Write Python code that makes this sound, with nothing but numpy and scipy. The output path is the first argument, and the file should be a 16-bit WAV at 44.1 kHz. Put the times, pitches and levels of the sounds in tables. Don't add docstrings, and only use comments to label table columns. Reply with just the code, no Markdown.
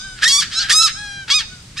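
import sys
import numpy as np
from scipy import signal
from scipy.fft import rfft, irfft, next_fast_len
from scipy.io import wavfile
from scipy.ndimage import uniform_filter1d, minimum_filter1d

SR = 44100
rng = np.random.default_rng(int(sys.argv[2]) if len(sys.argv) > 2 else 0)


def log_audio(samples):
    frames = np.atleast_2d(samples).T
    limited = np.clip(frames, -1, 1)
    pcm = np.round(limited * 32767).astype(np.int16)
    wavfile.write(sys.argv[1], SR, pcm)


N = 79380
TOP_HZ = 15400


def amp(db):
    return 10 ** (np.asarray(db) / 20)


def unit(x):
    return x / np.sqrt(np.mean(x ** 2) + 1e-20)


def steady(x, size=220):
    return x / np.sqrt(abs(uniform_filter1d(x ** 2, size)) + 1e-12)


def look_up(points, hz):
    row_hz, value = np.transpose(points)
    return np.interp(np.log(hz + 1), np.log(row_hz + 1), value)


def hiss(n):
    return rng.standard_normal(SR // 2)[:n]


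def wander(n, hz):
    size = SR // 2
    rolloff = np.sqrt(1 + (np.fft.rfftfreq(size, 1 / SR) / hz) ** 4)
    return unit(irfft(rfft(hiss(size)) / rolloff, size))[:n]


def resonate(x, throat, size=2048):
    log_gain = np.log(amp(look_up(throat, abs(np.fft.fftfreq(size, 1 / SR)))))
    ring = np.fft.ifft(np.exp(np.conj(signal.hilbert(log_gain)))).real
    return signal.fftconvolve(x, ring[:size // 2])[:len(x)]


def note_curves(table):
    times, *columns = np.transpose(table)
    times = np.sort(times)
    t = np.arange(times[0], times[-1], 1 / SR)
    fade = np.clip(np.minimum(t - times[0], times[-1] - t) / .002, 0, 1)
    return times[0], fade, [np.interp(t, times, column) for column in columns]


def pulses(cycles, hz, tilt_db, lows_db=(0, 0), count=14):
    k = np.arange(1, count + 1)[:, None]
    db = tilt_db * np.log2(k) + np.pad(lows_db, (0, count - 2))[:, None]
    return np.sum(amp(db) * (k * hz < TOP_HZ) * np.cos(2 * np.pi * k * cycles), axis=0)


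# (frequency [Hz], relative level [dB])
AIR_TONE = [(20, -5), (31, 3), (45, 2.5), (70, -2.5), (130, 2), (200, -5), (300, -13), (500, -20.5),
            (900, -22), (2000, -18), (5000, -16.5), (9000, -21), (10500, -33), (15000, -46)]
# (frequency [Hz], likeness [0-1])
AIR_LIKENESS = [(120, .999), (250, 1), (600, 1), (2000, 0.21), (8000, 0.1)]


def outdoor_air(level_db=-40.5):
    hz = np.fft.rfftfreq(N, 1 / SR)
    left, other = rfft(rng.standard_normal((2, N)))
    likeness = look_up(AIR_LIKENESS, hz)
    right = likeness * left + np.sqrt(1 - likeness ** 2) * other
    return amp(level_db) * unit(irfft(np.array([left, right]) * amp(look_up(AIR_TONE, hz)), N))


TREE_FADE = [(500, 1), (1500, 0.26), (4000, 0.4), (6500, 0.4), (10000, 1.2), (15000, -1.5)]
# (frequency [Hz], level [dB])
TREE_LEVEL = [(500, -35), (1250, -15), (1800, -16.5), (2500, -15.5), (3100, -24), (3800, -17),
              (5100, -17.5), (6400, -16.5), (10000, -24.5), (15000, -26)]


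def tree_echo(swell_s=.13, row_delay_s=.26, row_spread_s=.038, row_db=6):
    hz, t, noise = signal.stft(rng.standard_normal(N), SR, nperseg=256)
    shape = amp(-60 * t / look_up(TREE_FADE, hz)[:, None])
    shape *= 1 - np.exp(-t / swell_s)
    shape *= amp(row_db * np.exp(-.5 * ((t - row_delay_s) / row_spread_s) ** 2))
    band_energy = N * np.mean(shape ** 2, axis=1, keepdims=True)
    shape *= amp(look_up(TREE_LEVEL, hz))[:, None] / np.sqrt(band_energy)
    return signal.istft(noise * shape, SR, nperseg=256)[1][:N]


def leaf_scatter(level_db=-9.5, fade_s=.051):
    t = np.arange(N) / SR
    return amp(level_db) * unit(rng.standard_normal(N) * amp(-60 * t / fade_s)) / np.sqrt(N)


# (delay [ms], gain [factor])
LEFT_BOUNCES = [(1.3, 0.022), (3.1, 0.061), (7.4, -0.18), (13.2, 0.093)]
RIGHT_BOUNCES = [(.9, -0.01), (2.3, 0.17), (5.9, 0.18), (11.1, -0.14)]
# (frequency [Hz], left minus right level [dB])
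SIDE_BALANCE = [(60, 2), (87, 4), (120, 3), (180, 0.0), (260, -7), (380, 1), (540, 0.0), (780, 2.5),
                (1130, -1.5), (1630, -1), (2350, -2.0), (3390, 0.5), (4890, 0.0), (7060, -0.5),
                (10200, -7.5), (14700, 5)]
# (frequency [Hz], phase [radians])
LEFT_LEAD = [(0, 0.32), (1030, -0.046), (1640, 0.83), (1980, -0.022), (2580, 0.22), (3700, -0.32),
             (3960, -0.69), (4820, -0.5), (6460, -0.56), (6800, -1.7), (7920, 0.06), (8350, -1.5),
             (9390, -1.35), (10200, -1.5), (12800, 0.14), (14900, -0.0)]


def garden(voice, bounces, side):
    paths = tree_echo() + leaf_scatter()
    paths[0] += 1
    for delay_ms, gain in bounces:
        paths[round(delay_ms * SR / 1000)] += gain
    size = next_fast_len(len(voice) + N)
    hz = np.fft.rfftfreq(size, 1 / SR)
    balance = amp(side * look_up(SIDE_BALANCE, hz) / 2)
    phase_shift = np.exp(.5j * side * look_up(LEFT_LEAD, hz))
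    heard = irfft(rfft(voice, size) * rfft(paths, size) * balance * phase_shift, size)
    return heard[len(voice) - N:len(voice)]


# (time [s], pitch [Hz], level [dB])
WHINE_NOTES = [
    [(0, 744, -43), (.05, 781.4, -32), (.12, 756, -37.5), (.17, 750, -45), (.205, 681, -40)],
    [(.52, 700, -57), (.57, 770, -31.5), (.61, 804, -29.5), (.665, 792, -26.5), (.688, 750, -76)],
    [(.945, 742, -43), (.975, 812, -32.5), (1.005, 834.6, -32.5), (1.1, 808.5, -29.5), (1.21, 794.3, -32),
     (1.24, 772, -35), (1.262, 735, -51)],
    [(1.485, 730, -56), (1.53, 742, -39), (1.565, 730, -47.5), (1.605, 688, -57)],
]
WHINE_HARMONICS = [-3.5, -1.5, 0, -5]
# (frequency [Hz], relative gain [dB])
WHINE_TONE = [(400, -32), (800, -21), (1550, -0.5), (2400, -16), (3250, -11.5), (4000, -12), (4800, -18),
              (5700, -18), (7200, -30), (10000, -42), (15000, -40)]


def whines(pitch_wobble=.004, breath=.29):
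    for table, others_db in zip(WHINE_NOTES, WHINE_HARMONICS):
        start, fade, (hz, db) = note_curves(table)
        n = len(hz)
        cycles = np.cumsum(hz * (1 + pitch_wobble * wander(n, hz=120))) / SR
        second = np.cos(2 * np.pi * 2 * cycles)
        others = pulses(cycles, hz, 0) - second
        source = second + amp(others_db) * others + breath * hiss(n)
        yield start, fade * amp(db) * steady(resonate(source, WHINE_TONE))


# (peak time [s], level [dB], time to rise 20 dB [s], time to fall 20 dB [s],
# typical flap rate [Hz], gain of the low knock [dB])
RASP_BURSTS = [(0.191, -33.5, .04, 0.022, 900, -5), (.238, -13, .024, 0.028, 780, 1),
               (.425, -19, 0.019, 0.053, 720, -24), (.535, -27, 0.048, 0.045, 930, -20),
               (.64, -26.5, 0.068, .1, 910, -8), (.706, -11.5, 0.022, 0.028, 840, 2.5),
               (.884, -19, 0.018, 0.041, 680, -22), (1.283, -28.5, .01, 0.08, 427, 3.5),
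               (1.303, -17.5, 0.014, 0.011, 450, -15), (1.407, -21.5, 0.013, 0.034, 576, -12),
               (1.772, -33, 0.012, 0.069, 800, -32)]
# (frequency [Hz], relative gain [dB])
RASP_TONE = [(200, -18), (500, -18.5), (800, -26.5), (1050, -22), (1300, -2.5), (1700, 4.5), (2200, -2.5),
             (2900, -2.5), (3600, 0), (4600, -2), (6200, -11), (8800, -15), (10500, -32.5), (15000, -35.5)]


def rasps(breath=.47, knock_below_hz=886):
    t = np.arange(-SR // 10, SR // 5) / SR
    n = len(t)
    highpass = signal.butter(4, knock_below_hz, "high", fs=SR, output="sos")
    lowpass = signal.butter(4, knock_below_hz, fs=SR, output="sos")
    for peak_s, db, rise_s, fall_s, flap_hz, knock_db in RASP_BURSTS:
        cycles = np.cumsum(flap_hz * np.exp(.4 * wander(n, hz=397.6))) / SR
        flaps = np.diff(np.floor(cycles), prepend=0)
        flaps *= amp(3.2 * wander(n, hz=504))
        puffs = np.exp(-2 * (cycles % 1)) * hiss(n)
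        source = unit(flaps) + breath * unit(puffs)
        source = signal.sosfilt(highpass, source) + amp(knock_db) * signal.sosfilt(lowpass, source)
        loudness = amp(db - 20 * np.maximum(-t / rise_s, t / fall_s))
        yield peak_s + t[0], loudness * steady(resonate(source, RASP_TONE), size=500)


def voiced_note(table, throat, lows_db=(0, 0)):
    pitch_wobble, level_wobble, breath = .022, .48, .11
    rough_slip_cycles, pair_slip_cycles = .047, .071
    start, fade, (hz, db, rough, pairing, brightness) = note_curves(table)
    n = len(hz)
    cycles = np.cumsum(hz * (1 + pitch_wobble * rough * wander(n, hz=231))) / SR
    cycles += pair_slip_cycles * pairing * np.cos(np.pi * cycles)
    cycles += rough_slip_cycles * rough * wander(n, hz=640)
    buzz = steady(pulses(cycles, hz, brightness, lows_db))
    buzz *= 1 + level_wobble * rough * wander(n, hz=475)
    puffs = (1 + np.cos(2 * np.pi * cycles)) * hiss(n)
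    return start, fade * amp(db) * steady(resonate(buzz + breath * rough * puffs, throat))


# (time [s], pitch [Hz], level [dB], roughness [0-1], pulse pairing [0-1], brightness [dB per octave])
CROAK_NOTES = [
    [(1.277, 869, -39, .3, .1, -5), (1.292, 898, -35.5, 0.34, .1, -2), (1.304, 933, -28, 0.33, .1, -6)],
    [(1.408, 997, -32, .3, .1, 3), (1.428, 890, -37, 0.19, .1, -2), (1.455, 857, -44, .2, .1, -3)],
]
# (frequency [Hz], relative gain [dB])
CROAK_TONE = [(400, -25), (900, -7.5), (1700, -4), (2600, 6), (3600, 6), (5500, 0), (9000, -22),
              (15000, -54)]


def croaks():
    return [voiced_note(table, CROAK_TONE) for table in CROAK_NOTES]


# (time [s], pitch [Hz], level [dB], roughness [0-1], pulse pairing [0-1], brightness [dB per octave])
SQUAWK_NOTES = [
    [(.221, 1578, -22.5, 0.77, 0.18, 0), (.232, 1718, -12.5, 0.91, .2, -3.5),
     (.238, 1748, -11.5, 0.68, 0.22, -1.5), (.243, 1700, -24, 0.53, .2, -8)],
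    [(.25, 1756, -22, 0.51, .1, 0), (.255, 1763, -11.5, 0.32, .1, -0.75),
     (.268, 1878, -10, 0.13, 0.093, 0.5), (.276, 1954, -13, 0.15, .1, -0.69),
     (.286, 1970, -23, 0.41, .2, -2)],
    [(.695, 1523, -16.5, 1, 0.16, -0.5), (.704, 1673, -12, 0.94, 0.22, 4.5),
     (.714, 1827, -10, 0.58, 0.6, 1), (.721, 1950, -7.5, 0.8, 0.23, 9)],
    [(1.787, 1800, -35, .4, 0.11, -7), (1.793, 1770, -25, 0.35, .1, -16), (1.8, 1810, -21, 0.34, .1, 0)],
]
# (frequency [Hz], relative gain [dB])
SQUAWK_TONE = [(300, -47), (900, -40), (1400, -7), (1850, 0.5), (2500, -11), (3700, -3.5), (5500, -6.5),
               (7500, -15.5), (9200, -19), (11000, -25.5), (15000, -88)]


def squawks():
    return [voiced_note(table, SQUAWK_TONE) for table in SQUAWK_NOTES]


# (time [s], pitch [Hz], level [dB], roughness [0-1], pulse pairing [0-1], brightness [dB per octave])
HONK_NOTES = [
    [(.234, 1191, -23, 0.3, 0, 2), (.243, 1261, -6.5, 0.47, 0.42, 0), (.25, 1300, -13.5, .3, .1, -2),
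     (.254, 1300, -28, .6, .1, -7)],
    [(.276, 1076, -14, 0.65, .3, 1), (.283, 1077, -11.5, 0.3, 0, 4.5), (.308, 1098, -14.5, 0.16, .7, 1.5),
     (.328, 1123, -12, 0.11, 0, 4.5), (.368, 1131, -12, 0.1, 0.06, 1), (.376, 1145, -16, .08, .03, 4),
     (.389, 1202, -12, 0, 0, 0.5), (.401, 1135, -13, 0.2, 0, 2), (.416, 1055, -21, 0.38, 0.5, 1.5),
     (.436, 926, -23, 0.84, 0.5, 0)],
    [(.512, 952, -36, 0.65, 0.3, -4), (.54, 1207, -24.5, 0.3, 0.57, -6.5), (.565, 1321, -21, 0.25, .05, -7),
     (.591, 1337, -13.5, 0, .05, -6), (.598, 1471, -19.5, 0.6, 0.4, -10.5),
     (.614, 1480, -18, 0.54, 0.1, -13.5), (.632, 1252, -20, 0.63, 0.6, -6.5), (.65, 1080, -32, .6, 0.5, -3)],
    [(.719, 1125, -18, 0.66, .2, 0), (.725, 1146, -8.5, 0.23, 0.15, 5), (.738, 1201, -11, 0.24, 0.17, 2),
     (.748, 1260, -13, 0.15, 0, -1.5), (.78, 1273, -8, 0, 0, 4), (.82, 1333, -7.5, 0.03, 0.07, -1.5),
     (.827, 1373, -16.5, 0.88, 0.06, 3), (.835, 1309, -9, 0.2, 0.15, -0.5), (.852, 1317, -6, 0, 0.01, 0.5),
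     (.872, 1218, -17.5, 0.1, 0.35, -2), (.884, 1120, -18, .6, 0.5, 1)],
    [(1.301, 1067, -16.5, 0.3, 0.95, -6), (1.309, 1104, -13, 0.3, 0.4, -4.5),
     (1.323, 1121, -11, 0.04, 0.2, -5.5), (1.336, 1171, -16, 0.1, 0.33, -6), (1.344, 1237, -11, 0.1, 0, -5),
     (1.362, 1258, -11.5, 0, 0, -4.5), (1.384, 1227, -15, 0.06, 0, -6), (1.397, 1103, -19.5, 0.3, 0.24, -3),
     (1.412, 1064, -28, 0.4, 0, -3)],
    [(1.76, 1072, -52, 0.65, 0, -19), (1.777, 1228, -24.5, 0.35, 0, -3.5),
     (1.787, 1331, -24.5, 0.5, .1, -2.5), (1.8, 1420, -28.5, 0.56, 0.3, 0)],
]
ECHO_ONLY_HONK = [(-.3, 1150, -16, .15, .1, 0), (-.24, 1240, -29, 0.088, .03, 0),
                  (-.17, 1272, -11, 0.028, .02, 0), (-.11, 1255, -6.5, .06, .02, 0),
                  (-.07, 1150, -11.5, .2, .1, -2)]
# (gain of the first harmonic [dB], gain of the second harmonic [dB])
HONK_LOW_HARMONICS = [(-4, 2), (0, -2), (-20.5, -15.5), (0, -5), (-13.5, 1.5), (-12.5, 4.5)]
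# (frequency [Hz], relative gain [dB])
HONK_TONE = [(300, -32), (800, -37), (1100, -11.5), (1320, -7.5), (1700, -11), (2200, -14.5), (2600, -9.5),
             (3350, 0.5), (4000, -2), (4500, 0.5), (5150, 0), (5800, -4), (6600, -6), (7800, -11.5),
             (9000, -10.5), (10000, -27), (11800, -29.5), (13200, -35), (15000, -51)]


def honks():
    notes = [voiced_note(table, HONK_TONE, lows) for table, lows in zip(HONK_NOTES, HONK_LOW_HARMONICS)]
    return notes + [voiced_note(ECHO_ONLY_HONK, HONK_TONE, lows_db=(-4, -6))]


def hornbill(lead_s=.4):
    voice = np.zeros(N + round(lead_s * SR))
    for start, sound in [*rasps(), *whines(), *squawks(), *croaks(), *honks()]:
        slot = voice[round((start + lead_s) * SR):][:len(sound)]
        slot += sound[:len(slot)]
    return voice


def scene():
    voice = hornbill()
    left = garden(voice, LEFT_BOUNCES, side=1)
    right = garden(voice, RIGHT_BOUNCES, side=-1)
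    return np.array([left, right]) + outdoor_air()


def record(dry):
    ceiling, window_samples = .98, 90
    safe_gain = np.minimum(ceiling / (abs(dry).max(0) + 1e-9), 1)
    smooth_gain = uniform_filter1d(minimum_filter1d(safe_gain, window_samples), window_samples)
    lowpass = signal.firwin(511, TOP_HZ, window=("kaiser", 9), fs=SR)
    return signal.oaconvolve(dry * smooth_gain, lowpass[None], "same")


dry = scene()
out = record(dry)
log_audio(out)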